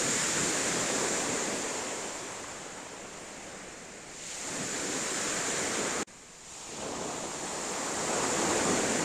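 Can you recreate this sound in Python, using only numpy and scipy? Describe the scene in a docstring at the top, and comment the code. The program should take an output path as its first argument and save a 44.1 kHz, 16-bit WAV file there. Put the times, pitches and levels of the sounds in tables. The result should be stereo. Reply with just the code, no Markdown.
"""A breaker booms and roars with trapped air, a few metres off a pebble beach; more small waves follow it.
Foam hisses up the shingle, fizzes between the stones and rolls pebbles up and back; a crest peels along the shore.
Clouds of bubbles are shaped noise; single bubbles and stones are short decaying rings.
The near surf lies to the right of a two-port microphone, the bay ahead, with a light breeze on both ports.
The sound drops out for an instant near 6.06 s, before the last waves."""
import sys
import numpy as np
from scipy import signal
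from scipy.fft import rfft, irfft, next_fast_len
from scipy.io import wavfile

SR = 44100
rng = np.random.default_rng(int(sys.argv[2]) if len(sys.argv) > 2 else 0)


def store_wav(level_fs):
    """Save 16-bit WAV to argv[1]."""
    pcm = np.round(np.clip(np.atleast_2d(level_fs), -1, 1) * 32767)
    wavfile.write(sys.argv[1], SR, pcm.T.astype(np.int16))


N = 398663

# Source levels are those ahead of the microphone colour and the gain curve in record().
# Breakers a few metres off. Each row: breaks at in seconds, fullest at in seconds, starts to ebb at in seconds,
# first rise in dB per second (on top of the build-up), build-up in dB per second,
# boom of large air pockets in dB, roar of bubbles in dB, pitch of the roar as a factor.
BREAKERS = [(0.0, 0.95, 0.97, 41, 3.5, -45, -33.5, 0.94), (4.48, 5.88, 7.2, 90, 5.3, -47.3, -34, 1.0),
            (6.835, 6.97, 6.94, 80, 4, -46, -38.5, 0.91), (7.58, 7.75, 7.7, 60.5, 14, -52, -38, 0.85),
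            (8.1, 8.6, 8.68, 33, 9, -39.3, -29.5, 0.9)]
# Large air pockets collapsing in a breaker. Each row: centre in seconds, level in dB, pitch in Hz,
# half length in seconds.
AIR_POCKETS = [(0.04, -37, 445, 0.06), (0.11, -41.5, 171, 0.08), (0.42, -43, 166, 0.07),
               (0.78, -44, 175, 0.07), (0.94, -40, 320, 0.052), (1.13, -41, 320, 0.04),
               (1.3, -43, 199, 0.039), (1.51, -43.5, 271, 0.08), (1.98, -49, 436, 0.13),
               (4.6, -41.5, 190, 0.06), (4.93, -42.5, 270, 0.12), (5.33, -45.5, 260, 0.13),
               (5.62, -49, 181, 0.07), (5.81, -45, 400, 0.09), (6.0, -47, 210, 0.041),
               (6.76, -47, 330, 0.035), (6.86, -43.5, 480, 0.033), (7.0, -45, 250, 0.08),
               (8.0, -48, 180, 0.05), (8.46, -40, 220, 0.07), (8.75, -35.5, 250, 0.069),
               (9.02, -36, 272, 0.07)]
# The lip of a crest spilling with a light splash. Each row: centre in seconds, level in dB, pitch in Hz,
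# half length in seconds.
LIP_SPILLS = [(4.44, -46.5, 800, 0.09), (6.6, -50.5, 950, 0.11), (7.82, -43, 900, 0.12)]
# Waves running up the beach. Each row: arrives at in seconds, fullest at in seconds, starts to drain at in
# seconds, lag of the foam in seconds, foam in dB, fizz in the shingle in dB.
RUN_UPS = [(-0.3, 0.104, 0.28, 0.1, -37, -32.5), (0.8, 1.13, 1.03, 0.37, -42.5, -38),
           (3.2, 3.3, 2.82, 0.15, -56, -49.5), (4.302, 5.1, 5.55, 0.24, -39.5, -36),
           (6.524, 8.38, 8.7, 0.23, -37.5, -34)]
# Wash left between waves, one row before the drop-out and one after.
# Each row: boom in dB, roar in dB, foam in dB, fizz in dB.
LULL_WASH = [(-58.5, -51.5, -53.5, -53.4), (-63, -58, -56.8, -53)]
# Stones dragged down the slope. Each row: centre in seconds, level in dB, half length in seconds.
STONE_DRAGS = [(4.303, -49.5, 0.12), (6.873, -48, 0.25)]
# Place of the near surf. 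Each row: time in seconds, lead of the right port in ms, spread of that lead in ms.
SURF_BEARING = [(0, 0.5, 0.1), (1.1, 0.39, 0.14), (2.1, 0.26, 0.11), (2.8, 0.12, 0.19), (3.6, 0.44, 0.058),
                (4.25, 0.42, 0.045), (4.8, 0.43, 0.13), (6.03, 0.45, 0.13), (6.08, 0.27, 0.2),
                (6.6, 0.26, 0.074), (7.3, 0.2, 0.1), (8.0, 0.17, 0.27), (9.0, 0.41, 0.099)]
# Crest breaking further along the shore, straight ahead. Each row: time in seconds, level in dB.
FAR_CREST = [(0, -66), (1.6, -50), (2.15, -47.8), (2.55, -51), (3.0, -50.5), (3.6, -50), (4.1, -55),
             (4.8, -64)]

# Spectra in the open air; only their shape counts. Each row: frequency in Hz, relative level in dB per Hz.
BOOM_SPECTRUM = [(20.0, -25.1), (45.0, -26), (75.0, -6), (115.0, -13.5), (170.0, -1.5), (240.0, -6.5),
                 (340.0, -4.5), (600.0, -12.5), (1500.0, -50.0)]
ROAR_SPECTRUM = [(100.0, -39), (210.0, -5.5), (330.0, -3), (470.0, -2), (780.0, -4.5), (1080.0, -4.5),
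                 (1450.0, -10), (2200.0, -16.5), (5000.0, -33.5)]
FOAM_SPECTRUM = [(300.0, -32), (700.0, -6), (1100.0, -1.5), (1500.0, -0.5), (2200.0, -3), (3200.0, -8),
                 (5000.0, -14.5), (10000.0, -25)]
FIZZ_SPECTRUM = [(700.0, -20), (1800.0, 0.5), (3000.0, -3.5), (4200.0, -0.04), (9000.0, 0.5), (15000.0, 1),
                 (17000.0, -30.0)]
RATTLE_SPECTRUM = [(1500.0, -13), (2700.0, 0.5), (4500.0, -2.5), (7000.0, -7)]  # dragged stones
FAR_SPECTRUM = [(40.0, -21), (120.0, -4), (300.0, 0.5), (500.0, 3.5), (1000.0, -3.5), (2000.0, -4.5),
                (3200.0, -12), (8000.0, -51)]  # crest along the shore
RUMBLE_SPECTRUM = [(20.0, 4.5), (50.0, -1.5), (100.0, -3), (200.0, -1), (500.0, -23), (2000.0, -33)]  # sea of the whole bay

# Colour of the microphone ports, each with its own cavity resonance. Each row: frequency in Hz, gain in dB.
LEFT_PORT = [(20.0, -6.5), (300.0, -3), (1000.0, -3), (2200.0, -5.5), (3200.0, -6.5), (4500.0, -11.5),
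             (7200.0, -9.8), (8150.0, -3.5), (8400.0, -0.2), (9100.0, -1.5), (9450.0, -10), (9620.0, -24),
             (9850.0, -10.4), (10400.0, -18.5), (11000.0, -19.5), (15000.0, -36)]
RIGHT_PORT = [(20.0, -4), (5000.0, 1.47), (6000.0, 4.5), (6600.0, 8), (7200.0, 12.5), (7800.0, 6.5),
              (8400.0, 2), (9150.0, -3), (9450.0, -10.5), (9620.0, -25), (9850.0, -8.5), (10400.0, -18.5),
              (11000.0, -15.5), (15000.0, -25)]
# Gain through the brief drop-out; the first and last values hold outwards. Each row: time in seconds, gain in dB.
DROPOUT_GAIN = [(6.030, 4), (6.034, -23), (6.058, -44), (6.066, -29), (6.074, -0.5), (6.082, 3)]

DROPOUT_S = 6.055
EDGE_HZ = 15200  # upper band limit
RUMBLE_DB = -59.5
ROAR_EBB_DB, BOOM_EBB_DB = 9, 15  # fall in the first second of the ebb
FIZZ_EBB_DB, FOAM_EBB_DB = 6.5, 7.1  # fall in the first second of draining
EBB_POWER = 1.43  # the fall speeds up as the water drains
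# the run-up: first rush (on top of the climb), then the slower climb of fizz and of foam
RUSH_DB_PER_S, CLIMB_DB_PER_S, FOAM_CLIMB_DB_PER_S = 62, 7, 7
# a crest first spills small bubbles: share by which its roar is higher as it breaks, and settling time
SPILL_RISE, SPILL_S = 0.072, 0.47
POCKET_OCTAVES, SPILL_OCTAVES = 0.6, 0.53  # spread of the bubble pitches in one burst

FRAME, HOP = 1024, 256  # samples
TIME = np.arange(N) / SR
FRAME_TIME = np.arange(N // HOP + 5) * HOP / SR
BINS = np.fft.rfftfreq(FRAME, 1 / SR)  # Hz


def surf():
    """The crest folds over: air pockets boom, bubble clouds roar, foam hisses and fizzes between the stones."""
    boom_db, roar_db, foam_db, fizz_db = surf_levels(FRAME_TIME)
    power = layer(boom_db, BOOM_SPECTRUM)
    power = power + layer(roar_db, ROAR_SPECTRUM, roar_pitch(FRAME_TIME))
    power = power + layer(foam_db, FOAM_SPECTRUM) + layer(fizz_db, FIZZ_SPECTRUM)
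    power = power + splashes(AIR_POCKETS, POCKET_OCTAVES) + splashes(LIP_SPILLS, SPILL_OCTAVES)
    lead_ms, spread_ms = follow(SURF_BEARING, FRAME_TIME)
    return water(power, lead_ms, spread_ms, focus=0.29, patchy_db=1.08, flicker_db=0.21, rate_hz=27)


def surf_levels(t):
    """Boom, roar, foam and fizz in dB at times t: the waves add up in power over the wash of the lulls."""
    after = (t > DROPOUT_S).astype(int)
    boom, roar, foam, fizz = (gain_of(LULL_WASH) ** 2)[after].T
    for start, fullest, ebb, rise, build, boom_db, roar_db, _ in BREAKERS:
        boom = boom + gain_of(boom_db) ** 2 * swell(t, start, fullest, ebb, rise, build, BOOM_EBB_DB)
        roar = roar + gain_of(roar_db) ** 2 * swell(t, start, fullest, ebb, rise, build, ROAR_EBB_DB)
    for start, fullest, drain, lag, foam_db, fizz_db in RUN_UPS:
        # the foam gathers behind the fizzing edge of the water
        foam_swell = swell(t, start + lag, fullest + lag, drain + lag,
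                           RUSH_DB_PER_S, FOAM_CLIMB_DB_PER_S, FOAM_EBB_DB)
        fizz_swell = swell(t, start, fullest, drain, RUSH_DB_PER_S, CLIMB_DB_PER_S, FIZZ_EBB_DB)
        foam = foam + gain_of(foam_db) ** 2 * foam_swell
        fizz = fizz + gain_of(fizz_db) ** 2 * fizz_swell
    return 10 * np.log10([boom, roar, foam, fizz])


def swell(t, start, fullest, ebb, attack_db_per_s, build_db_per_s, ebb_db):
    """Power of one wave: quick attack, slow build-up, ebb. No wave carries across the drop-out."""
    attack = attack_db_per_s * np.maximum(start - t, 0)
    build = build_db_per_s * np.maximum(fullest - t, 0)
    fall = ebb_db * np.maximum(t - ebb, 0) ** EBB_POWER
    same_side = (t > DROPOUT_S) == (start > DROPOUT_S)
    return gain_of(-(attack + build + fall)) ** 2 * same_side


def roar_pitch(t):
    """The roar takes the pitch of the loudest breakers; each starts high and sinks as its bubbles grow."""
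    weights, pitches = [], []
    for start, fullest, ebb, rise, build, _, roar_db, pitch in BREAKERS:
        power = gain_of(roar_db) ** 2 * swell(t, start, fullest, ebb, rise, build, ROAR_EBB_DB)
        weights.append(power + 1e-12)
        settling = np.exp(-np.maximum((t - start) / SPILL_S, -1))
        pitches.append(pitch * (1 + SPILL_RISE * settling))
    return np.average(pitches, axis=0, weights=weights)


def splashes(rows, octaves):
    """Power over (frames, bins) of short bursts of bubbles, each around its own pitch."""
    power = 0
    for when, db, hz, half_s in rows:
        shape = hump(np.log2((BINS + 1) / hz), 0, octaves)
        burst = hump(FRAME_TIME, when, half_s)
        power = power + gain_of(db) ** 2 * np.outer(burst, shape / shape.sum())
    return power


def gurgle():
    """Single large bubbles ring in the breaker, rising in pitch as they surface."""
    roar_db = np.interp(TIME, FRAME_TIME, surf_levels(FRAME_TIME)[1])
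    bubbles = grains(ROAR_SPECTRUM, low_hz=252.0, high_hz=1522, per_s=200, cycles=4.2, glide=0.026,
                     size_db=0.5, scatter_ms=0.15, size=2560)
    return gain_of(roar_db - 11.0) * bubbles


def foam_bubbles():
    """Small bubbles pop and tinkle on the sheet of foam, as brief rings that rise slightly in pitch."""
    foam_db = np.interp(TIME, FRAME_TIME, surf_levels(FRAME_TIME)[2])
    bubbles = grains(FOAM_SPECTRUM, low_hz=806.5, high_hz=5900, per_s=420, cycles=19.0, glide=0.008,
                     size_db=3.0, scatter_ms=0.31, size=2048)
    return gain_of(foam_db - 10.5) * bubbles


def pebbles():
    """Stones rolled by the swash click against each other, following the fizz."""
    fizz_db = np.interp(TIME, FRAME_TIME, surf_levels(FRAME_TIME)[3])
    clicks = grains(FIZZ_SPECTRUM, low_hz=1810, high_hz=11100, per_s=1200, cycles=6.5, glide=0,
                    size_db=2.5, scatter_ms=0.4, size=192)
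    return gain_of(fizz_db - 17.0) * clicks


def backwash():
    """Stones knock together as the retreating water drags them down the slope."""
    level = sum(gain_of(db) * np.sqrt(hump(TIME, when, half_s)) for when, db, half_s in STONE_DRAGS)
    knocks = grains(RATTLE_SPECTRUM, low_hz=1820, high_hz=6970, per_s=3000, cycles=4.7, glide=0,
                    size_db=2.0, scatter_ms=0.44, size=192)
    return level * knocks


def bay():
    """A crest breaks on along the shore, dulled by distance, over the steady low rumble of the sea."""
    crest_db = follow(FAR_CREST, FRAME_TIME)[0]
    power = layer(crest_db, FAR_SPECTRUM) + layer(RUMBLE_DB, RUMBLE_SPECTRUM)
    return water(power, lead_ms=-0.063, spread_ms=0.076, focus=0.28, patchy_db=0.0, flicker_db=-1.0, rate_hz=21)


def breeze():
    """A light breeze brushes each port on its own: independent noise in the deep bass."""
    low_pass = signal.butter(2, 38, fs=SR, output="sos")
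    return gain_of(-65) * evened(signal.sosfilt(low_pass, rng.standard_normal((2, N))))


def water(power, lead_ms, spread_ms, focus, patchy_db, flicker_db, rate_hz):
    """Countless bubbles bursting in clouds along a stretch of surf, as they reach the two ports."""
    right, other = rng.standard_normal((2, len(FRAME_TIME), 2 * len(BINS))).view(complex)
    radians_per_ms = 2 * np.pi * BINS / 1000
    blur = np.outer(spread_ms, radians_per_ms)
    # a wide source is alike at both ports only in the bass; its near end (share: focus) stays alike higher up
    near_end = np.exp(-0.8j * blur) / np.sqrt(1 + blur ** 2 / 4)
    share = np.clip(focus, 0, 1)
    same = (1 - share) * np.exp(-blur ** 2 / 2) + share * near_end
    same = same * (1 - 0.19 * BINS ** 2 / (BINS ** 2 + 700 ** 2))  # the stones scatter all but the bass
    left = same * right + np.sqrt(abs(1 - abs(same) ** 2)) * other
    left = left * np.exp(-1j * np.outer(lead_ms, radians_per_ms))  # left hears it later
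    # big bubbles are few and come in lumps, small ones are many and even out
    lumpy = (1 + BINS / 700) ** -0.1
    patches = patchy_db * churn(rate_hz, count=80)
    flicker = flicker_db * churn(rate_hz, count=1)
    frames = np.array([left, right]) * (np.sqrt(power) * gain_of(lumpy * (patches + flicker)))
    _, sound = signal.istft(frames, nperseg=FRAME, noverlap=FRAME - HOP, time_axis=1, freq_axis=2)
    return np.sqrt(3 / 2) * sound[:, :N]  # makes up for the overlap of independent frames


def churn(rate_hz, count):
    """A smooth random field over (frames, bins), with count independent bands, rms about 1."""
    white = rng.standard_normal((count, len(FRAME_TIME)))
    slow = np.exp(-(np.fft.rfftfreq(len(FRAME_TIME), HOP / SR) / rate_hz) ** 2)
    bands = evened(irfft(rfft(white) * slow, len(FRAME_TIME)))
    place = np.sqrt(BINS / BINS[-1]) * (count - 1)  # bands widen towards the treble
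    nearness = np.maximum(1 - abs(place - np.arange(count)[:, None]), 0)
    return bands.T @ np.sqrt(nearness)


def layer(level_db, spectrum, pitch=1):
    """Power over (frames, bins) of one kind of water noise; pitch scales its frequencies."""
    shape = gain_of(read(spectrum, BINS / np.reshape(pitch, (-1, 1)))) ** 2
    level = np.reshape(gain_of(level_db) ** 2, (-1, 1))
    return level * shape / shape.sum(1, keepdims=True)


def grains(spectrum, low_hz, high_hz, per_s, cycles, glide, size_db, scatter_ms, size):
    """Single short rings of random pitch and strength, each from its own place in the surf, rms 1."""
    own_rng = np.random.default_rng(rng.integers(2 ** 31))
    when, pitch, strength, place = own_rng.random((int(per_s * N / SR), 4)).T
    hz = low_hz * (high_hz / low_hz) ** pitch
    turns = np.outer(hz, np.arange(size) / SR)
    extra_db = size_db * np.minimum(-np.log(1 - strength), 4)  # a few stand out
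    height = hz * gain_of(read(spectrum, hz) + extra_db)
    fade = (1 - np.exp(-turns)) * np.exp(-turns / cycles)  # swells within one cycle, then dies away
    rings = height[:, None] * fade * np.sin(2 * np.pi * turns * (1 + glide * turns / cycles))
    lead_ms = follow(SURF_BEARING, when * N / SR)[0] + scatter_ms * (2 * place - 1)
    ports = []
    for start in (when * N + lead_ms * SR / 1000, when * N):  # left, right
        at = abs(start).astype(int)[:, None] + np.arange(size)
        ports.append(np.bincount(at.ravel(), rings.ravel(), N)[:N])
    return evened(np.array(ports))


def gain_of(db):
    """Decibels to amplitude."""
    return 10 ** (np.asarray(db) / 20)


def evened(x):
    """Scales to rms 1."""
    return x / np.sqrt(np.mean(x ** 2) + 1e-20)


def hump(x, centre, half_width):
    """A bell curve of height 1."""
    return np.exp(-((x - centre) / half_width) ** 2)


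def read(points, hz):
    """A spectrum table in dB, read on a log-frequency axis."""
    f, value = np.transpose(points)
    return np.interp(np.log(hz + 1), np.log(f + 1), value)


def follow(rows, t):
    """The columns of a curve table at times t."""
    s, *columns = np.vstack(rows).T
    return [np.interp(t, s, column) for column in columns]


def scene():
    """Near surf to the side, the bay ahead, the breeze at the ports."""
    near = surf() + gurgle() + foam_bubbles() + pebbles() + backwash()
    return near + bay() + breeze()


def record(dry):
    """Colours each port by its resonance, applies the gain with its brief drop-out, then limits the band."""
    size = next_fast_len(N + FRAME)
    hz = np.fft.rfftfreq(size, 1 / SR)
    ports = gain_of([read(LEFT_PORT, hz), read(RIGHT_PORT, hz)])
    coloured = irfft(rfft(dry, size) * ports, size)[:, :N]
    heard = coloured * gain_of(follow(DROPOUT_GAIN, TIME)[0])
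    low_pass = signal.firwin(511, EDGE_HZ, window=("kaiser", 9), fs=SR)
    return signal.oaconvolve(heard, low_pass[None], "same")


dry = scene()
out = record(dry)
store_wav(out)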